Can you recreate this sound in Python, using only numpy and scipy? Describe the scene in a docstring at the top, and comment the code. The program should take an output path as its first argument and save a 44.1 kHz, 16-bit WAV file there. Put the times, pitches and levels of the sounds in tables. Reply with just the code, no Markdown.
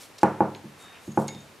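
"""A wooden spool and metal fittings are threaded on a cord over a cloth-covered table in a small room.
Fingers and cord rustle and fittings click; then two knocks of the spool excite the table's modes.
A hand bumps the table softly, a sliding fitting rings thinly, and another bump leads to a third knock.
Last, the thin tone returns, a metal bead clinks and rings out, and a faint bump follows.
Quiet room noise lies under it all."""
import sys
import numpy as np
from scipy import signal
from scipy.fft import rfft, irfft
from scipy.io import wavfile

SR = 44100
rng = np.random.default_rng(int(sys.argv[2]) if len(sys.argv) > 2 else 0)


def master(y):
    """Save y as 16-bit WAV."""
    cut = np.clip(np.atleast_2d(y).T, -1, 1)
    pcm = np.round(cut * 32767)  # scale
    wavfile.write(sys.argv[1], SR, pcm.astype(np.int16))


N = 70560
ECHO_S, ECHO_DB = .0034, -7  # reflection from the nearest hard surface


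def undb(db):
    """Amplitude ratio of a level in decibels."""
    return 10 ** (np.asarray(db) / 20)


def clock():
    """Time of every sample in seconds."""
    return np.arange(N) / SR


def unit(x):
    """Normalisation to rms 1."""
    return x / np.sqrt(np.mean(x ** 2))


def fade(t60):
    """Exponential decay, 60 dB in t60 seconds."""
    return np.exp(-np.log(1000) * clock() / t60)


def delay(x, s):
    """Pure delay of s seconds."""
    k = max(int(round(s * SR)), 0)
    return np.concatenate([np.zeros(x.shape[:-1] + (k,)), x], axis=-1)[..., :N]


def butter(x, hz, kind, order):
    """Maximally flat low-pass or high-pass filter."""
    return signal.sosfilt(signal.butter(order, hz, kind, fs=SR, output="sos"), x)


def octaves():
    """Log frequency of every spectral bin."""
    return np.log2(np.maximum(np.arange(N // 2 + 1) * SR / N, 1))


def noise(gain):
    """Spectral shaping: noise of rms 1 from a gain per bin."""
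    return unit(irfft(rfft(rng.standard_normal(N)) * gain, N))


def wander(s):
    """Low-pass noise of rms 1 that changes in about s seconds."""
    return noise(1 / (1 + (2 ** octaves() * 2 * s) ** 4))


def colour(points):
    """Gain per bin, interpolated between (frequency [Hz], level [dB]) points."""
    hz, db = np.array(points).T
    return undb(np.interp(octaves(), np.log2(hz), db))


def hump(hz, width_oct):
    """Gain per bin of one broad resonance."""
    return 1 / (1 + ((octaves() - np.log2(hz)) / width_oct) ** 2 / 2) ** 2


def spread(mid, side, side_db):
    """Mid-side stereo: left is the sum, right the difference."""
    return mid + undb(side_db) * side * np.array([[1], [-1]])


def mode(hz, db, t60):
    """Impulse response of a damped oscillator."""
    return undb(db) * fade(t60) * np.sin(2 * np.pi * hz * clock())


def knocks(build_s=0.0029):
    """Modal superposition: the place of a blow weights the modes; a soft contact excites only the lows."""
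    # blows on the table (time [s], level [dB], contact cut-off [Hz], place [0 = spot A, 1 = spot B])
    blows = [(0.2318, 1.5, 1760, 0), (0.4056, -1, 1240, 0.055), (0.6424, -18.5, 282, 0.65),
             (1.0780, -12, 278, 0.67), (1.1746, -2, 1076, 0.79), (1.349, -20, 246, 0.57)]
    # heavily damped modes of the top (frequency [Hz], t60 [s], level at A [dB], level at B [dB])
    board_modes = [(356, 0.032, -12, -11), (570, 0.025, -18, -22), (810.6, 0.028, -4, -7.5),
                   (1190, 0.015, -28.5, -14), (1500, .012, -16, -10), (2290, 0.0041, -13.5, -7)]
    # lasting modes of table and room (frequency [Hz], t60 [s], level at A [dB], level at B [dB])
    ring_modes = [(103.3, 0.63, -39, -38.5), (143.07, 0.44, -30.5, -22), (188.1, 0.33, -26.5, -27.5),
                  (217.8, 0.37, -23.5, -18.5), (261.3, 0.49, -44, -35.5), (294.5, 0.94, -40.5, -49),
                  (315.6, 0.23, -20.5, -22.5), (377.5, 0.2, -28, -23), (409.4, 0.17, -24, -32),
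                  (537.7, 0.38, -32, -30), (643.6, 0.33, -29.5, -38.5), (680, 0.11, -32.5, -38),
                  (806, 0.14, -14, -30), (845, 0.19, -24.5, -25.5), (912, 0.34, -31, -39)]
    tail = spread(knock_tail(), knock_tail(), side_db=-15.5)
    build = 1 - np.exp(-clock() / build_s)
    out = 0
    for s, db, contact_hz, place in blows:
        board = sum(mode(hz, a + place * (b - a), t60) for hz, t60, a, b in board_modes)
        board = butter(board, 124, "high", order=2)
        rings = sum((-1) ** (k + 1) * mode(hz, a + place * (b - a), t60)  # alternating polarity
                    for k, (hz, t60, a, b) in enumerate(ring_modes))
        echo = undb(ECHO_DB) * delay(board, ECHO_S)
        blow = butter(board + echo + build * rings + tail, contact_hz, "low", order=3)
        out = out + undb(db) * delay(blow, s)
    return butter(out, 68, "high", order=4)  # the table radiates little below this frequency


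def knock_tail(level_db=-19.5, build_s=0.0013):
    """Modal overlap: dense modes of table and room merge into noise, each band with its own decay."""
    # diffuse ringing (frequency [Hz], relative spectral level [dB], t60 [s])
    bands = np.array([(69.5, -19.5, 1), (130, -9, 0.25), (247, -8, 0.57), (457, 3, 0.36), (635, 1.5, 0.28),
                      (880, 0, 0.46), (1150, -1, 0.28), (1600, -7, 0.38), (2050, -15, 0.45),
                      (4000, -16, 0.33)])
    spectrum = rfft(noise(colour(bands[:, :2])))
    crossfades = [np.interp(octaves(), np.log2(bands[:, 0]), own) for own in np.eye(len(bands))]
    tail = sum(irfft(spectrum * share, N) * fade(t60) for share, t60 in zip(crossfades, bands[:, 2]))
    return tail * (1 - np.exp(-clock() / build_s)) * undb(level_db)


def bead(flutter_db=3.5, flutter_s=0.0037):
    """Free vibration: the struck bead rings in inharmonic modes, each fluttering in level on its own."""
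    # modes of the metal bead (frequency [Hz], relative level [dB], t60 [s])
    modes = [(2190, -3, 0.25), (4450, 2, 0.063), (4770, -11, 0.1), (5060, -22, 0.2), (6680, -3, .28),
             (6720, -4, .3), (6600, 11.5, 0.053), (6570, -15, 0.24)]
    # touches that ring it (time [s], level [dB])
    touches = [(.560, -59.5), (1.118, -59.5), (1.2815, -40.5), (1.405, -59.5)]
    ring = sum(mode(*row) * unit(undb(flutter_db * wander(flutter_s))) for row in modes)
    return sum(undb(db) * delay(ring, s) for s, db in touches)


def clicks():
    """Impact transients: each brief touch of the fittings gives a broad burst of decaying noise."""
    # touches (time [s], level [dB], spectral peak [Hz], decay time constant [s])
    touches = [(.0170, -37, 5400, 0.00043), (.0350, -39, 5000, 0.0004), (.0425, -58, 5570, 0.00092),
               (0.09, -50, 7900, 0.00092), (.2320, -29.5, 6700, 0.0018), (0.549, -33.5, 2180, 0.0025),
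               (1.122, -50, 7000, .002), (1.274, -47, 9000, 0.003), (1.2804, -32.5, 6050, 0.0009),
               (1.2828, -29, 6640, 0.00091), (1.2850, -36.5, 1830, .005), (1.2870, -38, 4270, 0.0029),
               (1.3485, -41.5, 3500, 0.0016)]
    out = 0
    for s, db, hz, decay_s in touches:
        burst = noise(hump(hz, width_oct=0.66)) * np.exp(-clock() / decay_s)
        out = out + undb(db) * delay(burst, s)
    return out


def rubs(grain_db=3, grain_s=0.00054):
    """Friction noise: fingers and cord give a grainy hiss that swells and fades with each stroke."""
    # strokes (start [s], duration [s], level [dB], spectral peak [Hz], width [octaves])
    strokes = [(-.04, 0.12, -46.5, 5100, 3.3), (0.144, 0.01, -64, 5900, 1.9),
               (0.178, 0.018, -44, 3950, 1.16), (.203, 0.028, -50, 4630, 0.95),
               (0.774, 0.098, -56, 7900, 0.77), (0.706, 0.38, -54, 1190, 1.16),
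               (0.924, 0.06, -51.5, 2540, 0.22), (0.986, 0.14, -57, 8500, 1.4),
               (0.996, 0.28, -61, 6630, 0.047), (1.15, 0.12, -50, 8550, 1.5),
               (1.32, 0.22, -65.5, 6050, 1.1)]
    out = 0
    for s, duration, db, hz, width in strokes:
        swell = np.sin(np.pi * np.clip((clock() - s) / duration, 0, 1))
        friction = noise(hump(hz, width)) * undb(grain_db * wander(grain_s))
        out = out + undb(db) * swell * unit(friction)
    return out


def whines(waver_hz=7.9):
    """Driven resonance: as a fitting slides, a thin, wavering tone builds up, holds and rings out."""
    # slides (start [s], rise [s], hold [s], release t60 [s], frequency [Hz], level [dB])
    slides = [(0.779, 0.04, 0.074, 0.58, 3706, -52.5), (1.241, 0.071, 0.074, 0.28, 3676, -51)]
    out, t = 0, clock()
    for s, rise, hold, t60, hz, db in slides:
        attack = np.clip((t - s) / rise, 0, 1)
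        release = np.exp(-np.log(1000) * np.maximum(t - s - rise - hold, 0) / t60)
        phase = 2 * np.pi * np.cumsum(hz + waver_hz * wander(0.03)) / SR
        out = out + undb(db) * attack * release * np.sin(phase)
    return out


def small_room(x, wet_db=-8, t60=0.43):
    """Reverberation: convolution with decaying noise adds a diffuse field to the direct sound."""
    tail = spread(rng.standard_normal(N), rng.standard_normal(N), side_db=-9.5) * fade(t60)
    response = delay(tail / np.sqrt(np.sum(tail[0] ** 2)), ECHO_S)
    return x + undb(wet_db) * signal.fftconvolve(x[None], response, axes=-1)[:, :N]


def room_noise(level_db=-52):
    """Stationary noise: the air of the room, largely coherent between left and right."""
    # noise spectrum (frequency [Hz], relative spectral level [dB])
    spectrum = colour([(25, -27), (55, -11), (85, 2.5), (130, 1), (250, 1.5), (500, 2.5), (1200, -1.5),
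                       (2500, -5.5), (5000, -12), (10000, -17), (13000, -15), (15500, -21)])
    return undb(level_db) * spread(noise(spectrum), noise(spectrum), side_db=-8)


def scene(balance_db=-0.47):
    """Superposition of the knocks, slightly to the right, the handling sounds and the room noise."""
    pan = undb(np.array([[balance_db], [-balance_db]]) / 2)
    return pan * knocks() + small_room(clicks() + rubs()) + bead() + whines() + room_noise()


def record(dry, hiss_db=-66, mic_hz=12000, top_hz=15600):
    """Self-noise and band limiting: the microphones add a little hiss and roll off the treble."""
    hiss = undb(hiss_db) * rng.standard_normal(dry.shape)
    soft = butter(dry + hiss, mic_hz, "low", order=3)
    return signal.sosfilt(signal.ellip(10, .2, 80, top_hz, fs=SR, output="sos"), soft)


dry = scene()
out = record(dry)
master(out)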